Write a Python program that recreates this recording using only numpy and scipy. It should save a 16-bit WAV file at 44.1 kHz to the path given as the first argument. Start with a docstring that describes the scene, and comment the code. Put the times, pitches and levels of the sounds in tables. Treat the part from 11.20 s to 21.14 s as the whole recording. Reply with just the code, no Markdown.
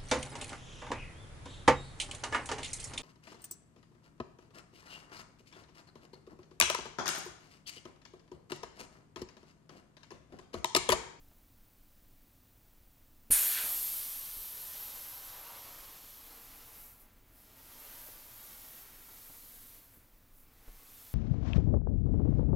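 """The valve of an inflatable board is pinched open in a small quiet bedroom, heard by one microphone.
First come a low rumble, a thin whine and a faint knock. Two seconds in, the plug pops and the board thumps.
The jet of air shrieks for an instant, the flap rasps, and the hiss softens as the pressure falls.
An arm squeezes out more air. Twice the flow nearly stops while the arm shifts its grip,
and returns with the next squeeze. Near the end, a last knock rocks the board."""
import sys
import numpy as np
from scipy import signal
from scipy.fft import rfft, irfft
from scipy.io import wavfile

SR = 44100
rng = np.random.default_rng(int(sys.argv[2]) if len(sys.argv) > 2 else 0)


def bounce(signal):
    """Save signal as a 16-bit WAV file at the path given by the first command-line argument."""
    frames = np.transpose(np.atleast_2d(signal))
    limited = np.clip(frames, -1, 1)
    pcm = np.round(limited * 32767).astype(np.int16)
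    wavfile.write(sys.argv[1], SR, pcm)


N = 438354
T = np.arange(N) / SR
FREQS = np.fft.rfftfreq(N, 1 / SR)
OPEN_S = 2.104  # the air starts to escape


def undb(db):
    """Turn decibels into a gain."""
    return 10 ** (np.asarray(db) / 20)


def unit(x):
    """Scale a sound to an average (rms) level of 1."""
    return x / np.sqrt(np.mean(x ** 2))


def curve(table):
    """Join rows of (seconds, value) with straight lines."""
    return np.interp(T, *np.transpose(table))


def colour(points):
    """Gain at every frequency, from rows of (Hz, dB)."""
    hz, db = np.transpose(points)
    return undb(np.interp(np.log(FREQS + 1), np.log(hz), db))


def resonance(hz, width_hz):
    """Gain of one resonance: 1 at its centre, less on either side."""
    return 1j * FREQS * width_hz / (hz ** 2 - FREQS ** 2 + 1j * FREQS * width_hz)


def noise(response):
    """Noise of level 1, shaped by a gain for each frequency."""
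    return unit(irfft(rfft(rng.standard_normal(N)) * response, N))


def flicker(db, rate):
    """A gain that wanders by about db decibels, about rate times a second."""
    return undb(db * noise(np.exp(-(FREQS / rate) ** 2)))


def since(start):
    """Seconds since the start, zero before it."""
    return np.maximum(T - start, 0)


def fade(t, t60):
    """A gain that falls 60 dB every t60 seconds."""
    return np.exp(-np.log(1000) * t / t60)


# Tone of the room and microphone noise. Each row: frequency in Hz, relative level in dB.
QUIET_COLOUR = [(10, -21.5), (20, 4.5), (30, -7), (39, -3.5), (52, -14.5), (110, -12.5), (145, -21),
                (200, -20), (285, -19), (400, -29), (550, -28.5), (950, -32), (2000, -36), (7000, -38.5),
                (11000, -37), (12500, -32), (15800, -34)]

def background(whine_hz=15045, ramps_per_s=20, tone_share=.55):
    """Low room rumble, microphone hiss and a thin electrical whine that swells in quick ramps."""
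    tone = np.sqrt(2) * np.sin(2 * np.pi * whine_hz * T)
    ramp = (T * ramps_per_s + .26) % 1
    rough_tone = tone_share * tone + (1 - tone_share) * noise(resonance(whine_hz, 220))
    whine = unit((.2 + ramp) * rough_tone)
    fizz = unit(ramp ** 8 * noise(resonance(13600, 2600) ** 2))  # at the end of each ramp
    return undb(-61.5) * noise(colour(QUIET_COLOUR)) + undb(-77) * whine + undb(-79) * fizz


# Notes of the air inside the board. Each row: pitch in Hz, seconds to fade 60 dB, relative level in dB.
CHAMBER_NOTES = [(75, 0.18, 0.5), (110, .12, -2.5), (175, 0.031, 9.5), (259, 0.06, 6), (360, 0.21, -6),
                 (422, .08, -1.5)]
# Knocks on the board. Each row: start in seconds, then levels in dB of the ring, the rocking and the tick.
BOARD_KNOCKS = [(0.112, -69, -84, -63.5), (2.103, -44, -36, -52), (2.441, -57, -79, -62),
                (3.169, -64, -46, -75), (6.886, -68, -80, -55), (8.098, -62, -80, -58),
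                (8.773, -62.5, -73, -71), (9.479, -61.5, -40.5, -60)]

def knocks(rock_hz=29, contact_s=0.0015):
    """The popping plug and the shifting arm ring the air chamber, rock the board and tick on its skin."""
    t = np.arange(SR // 2) / SR
    ring = sum(undb(db) * np.sin(2 * np.pi * hz * t) * fade(t, t60) for hz, t60, db in CHAMBER_NOTES)
    rock = np.sin(2 * np.pi * rock_hz * t) * fade(t, t60=0.254)
    skin = noise(resonance(520, 1000) ** 2)
    attack = np.minimum(t / contact_s, 1)  # soft vinyl: a knock takes a moment to build
    out = np.zeros(N + len(t))
    for start, ring_db, rock_db, tick_db in BOARD_KNOCKS:
        i = int(start * SR)
        tick = np.roll(skin, -i)[:len(t)] * fade(t, t60=0.07)
        knock = undb(ring_db) * ring + undb(rock_db) * rock + undb(tick_db) * tick
        out[i:i + len(t)] += knock * attack
    return out[:N]


def opening(rise_s):
    """The flap swings open: 0 when shut, 1 when open."""
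    return np.clip(since(OPEN_S) / rise_s, 0, 1)


def choke(at_s=2.39, half_s=0.055, depth_db=-2):
    """A brief dip in the highest hiss as the flap falls back."""
    return undb(depth_db * np.exp(-((T - at_s) / half_s) ** 2))


def shriek(hold_s=0.011):
    """At full pressure the gap whistles and spits; a broad sizzle lingers."""
    whistle = undb(-15) * noise(resonance(9450, 1500) ** 2) * fade(since(OPEN_S + hold_s), t60=0.14)
    spit = undb(-36) * noise(resonance(7000, 2400) ** 2) * fade(since(OPEN_S), t60=1.0)
    sizzle = undb(-37) * noise(resonance(9500, 3400) ** 2) * fade(since(OPEN_S), t60=3.2)
    return (whistle + spit + sizzle) * choke() * opening(rise_s=0.017) ** 2


# The arm squeezes the board. Each row: start, swell time and hold time in seconds, flow level in dB.
ARM_SQUEEZES = [(2.494, 1.16, 1.93, -54), (6.033, .67, .18, -59.5), (6.418, 0.8, 0.38, -60.5),
                (6.997, 0.96, .6, -62.6), (9.165, 0.63, .3, -63.5)]

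def outflow(leak_db=-91, blowoff_db_per_s=13.5, sag_db_per_s=5, release_db_per_s=62):
    """Airflow in dB: the board's own pressure blows off, then squeezes push out more, over a tiny leak."""
    blowoff = undb(-40.5 - blowoff_db_per_s * since(OPEN_S))
    power = blowoff ** 2 + undb(leak_db) ** 2
    for start, swell_s, hold_s, db in ARM_SQUEEZES:
        swell = np.minimum(since(start) / swell_s, 1) ** 1.12
        sag_db = sag_db_per_s * since(start + swell_s)  # the board gives way
        release_db = release_db_per_s * since(start + swell_s + hold_s)  # the arm lets go
        power += (swell * undb(db - sag_db - release_db)) ** 2
    return 10 * np.log10(power)


def with_swells(base_db, table):
    """Gain of a base level with bell-shaped swells added on top."""
    power = sum(undb(db) ** 2 * np.exp(-2 * ((T - s) / half_s) ** 2) for s, half_s, db in table)
    return np.sqrt(undb(base_db) ** 2 + power)


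def blend(wide, narrow, slit):
    """Noise between two tones: a slit sheds finer swirls of air than a round opening."""
    return np.sqrt(1 - slit) * noise(colour(wide)) + np.sqrt(slit) * noise(colour(narrow))


# Tone of the hiss, round opening and slit. Each row: frequency in Hz, relative level in dB.
ROUND_HISS = [(3000, -36.5), (8000, -17.5), (10000, -9.5), (10900, -6), (11500, -2.5), (12400, 2),
              (13100, -3), (14000, -5.5), (15000, -15.5), (15800, -15.5)]
SLIT_HISS = [(3000, -25), (7500, -14), (9500, -10), (10900, -7), (11600, -5), (12600, -2.5), (13200, -0.5),
             (14100, -7.5), (15000, -7), (15800, -9.5)]
# Brief spurts and slower swells of the hiss. Each row: middle and half length in seconds, level in dB.
HISS_SWELLS = [(2.63, 0.22, -39.5), (3.15, 0.47, -48), (5.635, 0.11, -53), (5.812, .03, -58.5),
               (6.195, 0.081, -61.5), (8.25, 0.45, -57), (8.745, 0.037, -61.5), (9.19, 0.057, -62.5)]

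def lip_hiss(extra_flow_db, slit, slit_boost_db=6):
    """Air tumbles over the lip of the valve and hisses, louder through a slit."""
    level = with_swells(-51 + 1.395 * extra_flow_db + slit_boost_db * slit, HISS_SWELLS)
    return flicker(db=0.6, rate=70) * level * choke() * blend(ROUND_HISS, SLIT_HISS, slit)


# Tone of the stream of air. Each row: frequency in Hz, relative level in dB.
PLUME_COLOUR = [(150, -15.5), (450, -13.5), (1200, -3), (2100, -2.5), (2700, 1.5), (3400, 4), (4300, 4.5),
                (4800, 4), (6000, 3.5), (7500, 1.5), (9500, -3), (12000, -12.5)]
# Resonances of the valve stem. Each row: centre in Hz, width in Hz, relative level in dB.
STEM_RESONANCES = [(2140, 75, -5), (2340, 30, -14), (3120, 66, -8.5), (3620, 45, -15.5), (4050, 60, -15.5),
                   (5420, 80, -10), (5830, 80, -13), (6930, 200, -26.5)]

def plume(flow_db):
    """The swirling stream of air rushes, coloured by the valve stem."""
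    stem = 1 + sum(undb(db) * resonance(hz, width) for hz, width, db in STEM_RESONANCES)
    return undb(flow_db) * flicker(db=0.6, rate=30) * noise(colour(PLUME_COLOUR) * stem)


# Tone of the blowing, round opening and slit. Each row: frequency in Hz, relative level in dB.
ROUND_BLOWING = [(150, -11.5), (330, -12.5), (450, -1.5), (650, -2.5), (980, 2.5), (1400, -3.5),
                 (1800, -5.5), (2300, -8), (4000, -12), (9000, -38.5)]
SLIT_BLOWING = [(150, -14.5), (250, 4.5), (350, -3.5), (450, 2), (560, -1), (950, -1), (1400, -1),
                (1700, -3.5), (2200, -2.5), (4000, -16), (9000, -46.5)]
# The stream sweeps over a surface. Each row: middle and half length in seconds, level in dB.
SURFACE_SWEEPS = [(2.14, 0.17, -52), (2.45, .1, -53), (3.68, 0.37, -60.5), (4.28, 0.29, -56),
                  (4.62, 0.18, -60), (5.2, 0.66, -64), (6.7, 0.27, -63), (7.35, 0.85, -65),
                  (8.745, .025, -70), (9.48, 0.093, -71.5)]

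def hollow_blowing(extra_flow_db, slit):
    """The air blows with a hollow sound where it strikes skin and vinyl."""
    level = with_swells(-64.5 + 0.39 * extra_flow_db, SURFACE_SWEEPS)
    return flicker(db=1.1, rate=25) * level * blend(ROUND_BLOWING, SLIT_BLOWING, slit)


# Loudness of the rasp. Each row: time in seconds, level in dB.
FLAP_LEVELS = [(2.11, -41), (2.26, -45), (2.33, -44), (2.385, -40), (2.445, -50), (2.49, -75), (2.7, -120)]
# Tone of the rasp. Each row: frequency in Hz, relative level in dB.
FLAP_COLOUR = [(500, -31), (1150, -13), (1550, -0.5), (2000, -4.5), (2500, -2.5), (3100, -6.5), (3800, -7),
               (4400, -5.5), (5000, -18.5), (8000, -32)]

def flap_rasp():
    """The half-open flap rasps just after the pop."""
    return undb(curve(FLAP_LEVELS)) * flicker(db=1.1, rate=90) * noise(colour(FLAP_COLOUR))


# How far the valve is pinched. Each row: time in seconds, shape from 0 (round) to 1 (slit).
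VALVE_PINCH = [(2.1, 0.02), (3.6, 0.18), (4.2, 0), (5, 0.32), (5.6, 0.9), (6.4, 0.63), (7.3, 0.75),
               (8.3, 0.95), (9.9, 1)]

def jet(usual_flow_db=-57):
    """The four sounds of the escaping air; large swirls shake them slightly, all together."""
    flow_db = outflow()
    extra_flow_db = flow_db - usual_flow_db
    slit = curve(VALVE_PINCH)
    air = lip_hiss(extra_flow_db, slit) + plume(flow_db)
    air += hollow_blowing(extra_flow_db, slit) + flap_rasp()
    return air * opening(rise_s=0.0055) * flicker(db=0.05, rate=14)


def bedroom(x, echo_db=-3, positions=24):
    """Wardrobe, floor and walls return a short dense echo whose tone changes as the board sways."""
    t = np.arange(SR // 2) / SR
    envelope = fade(t, t60=.3) * np.minimum(t / 0.0035, 1)
    place = np.linspace(0, positions - 1, N)
    echo = np.zeros(N + len(t))
    for k in range(positions):  # each has its own random echo, which fades into the next
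        tail = rng.standard_normal(len(t)) * envelope
        near = np.flatnonzero(abs(place - k) < 1)
        share = np.cos(np.pi / 2 * (place[near] - k))
        part = signal.fftconvolve(x[near] * share, tail / np.linalg.norm(tail))
        echo[near[0]:near[0] + len(part)] += part
    return (x + undb(echo_db) * echo[:N]) / np.hypot(1, undb(echo_db))


def scene():
    """One microphone feeds both channels."""
    mono = bedroom(jet() + shriek()) + knocks() + background()
    return np.array([mono, mono])


def record(dry, ceiling=0.66, top_hz=15800):
    """The recorder rounds the loudest peaks and steeply cuts the highest treble."""
    rounded = ceiling * np.tanh(dry / ceiling)
    return signal.sosfilt(signal.ellip(12, .1, 80, top_hz, fs=SR, output="sos"), rounded)


dry = scene()
out = record(dry)
bounce(out)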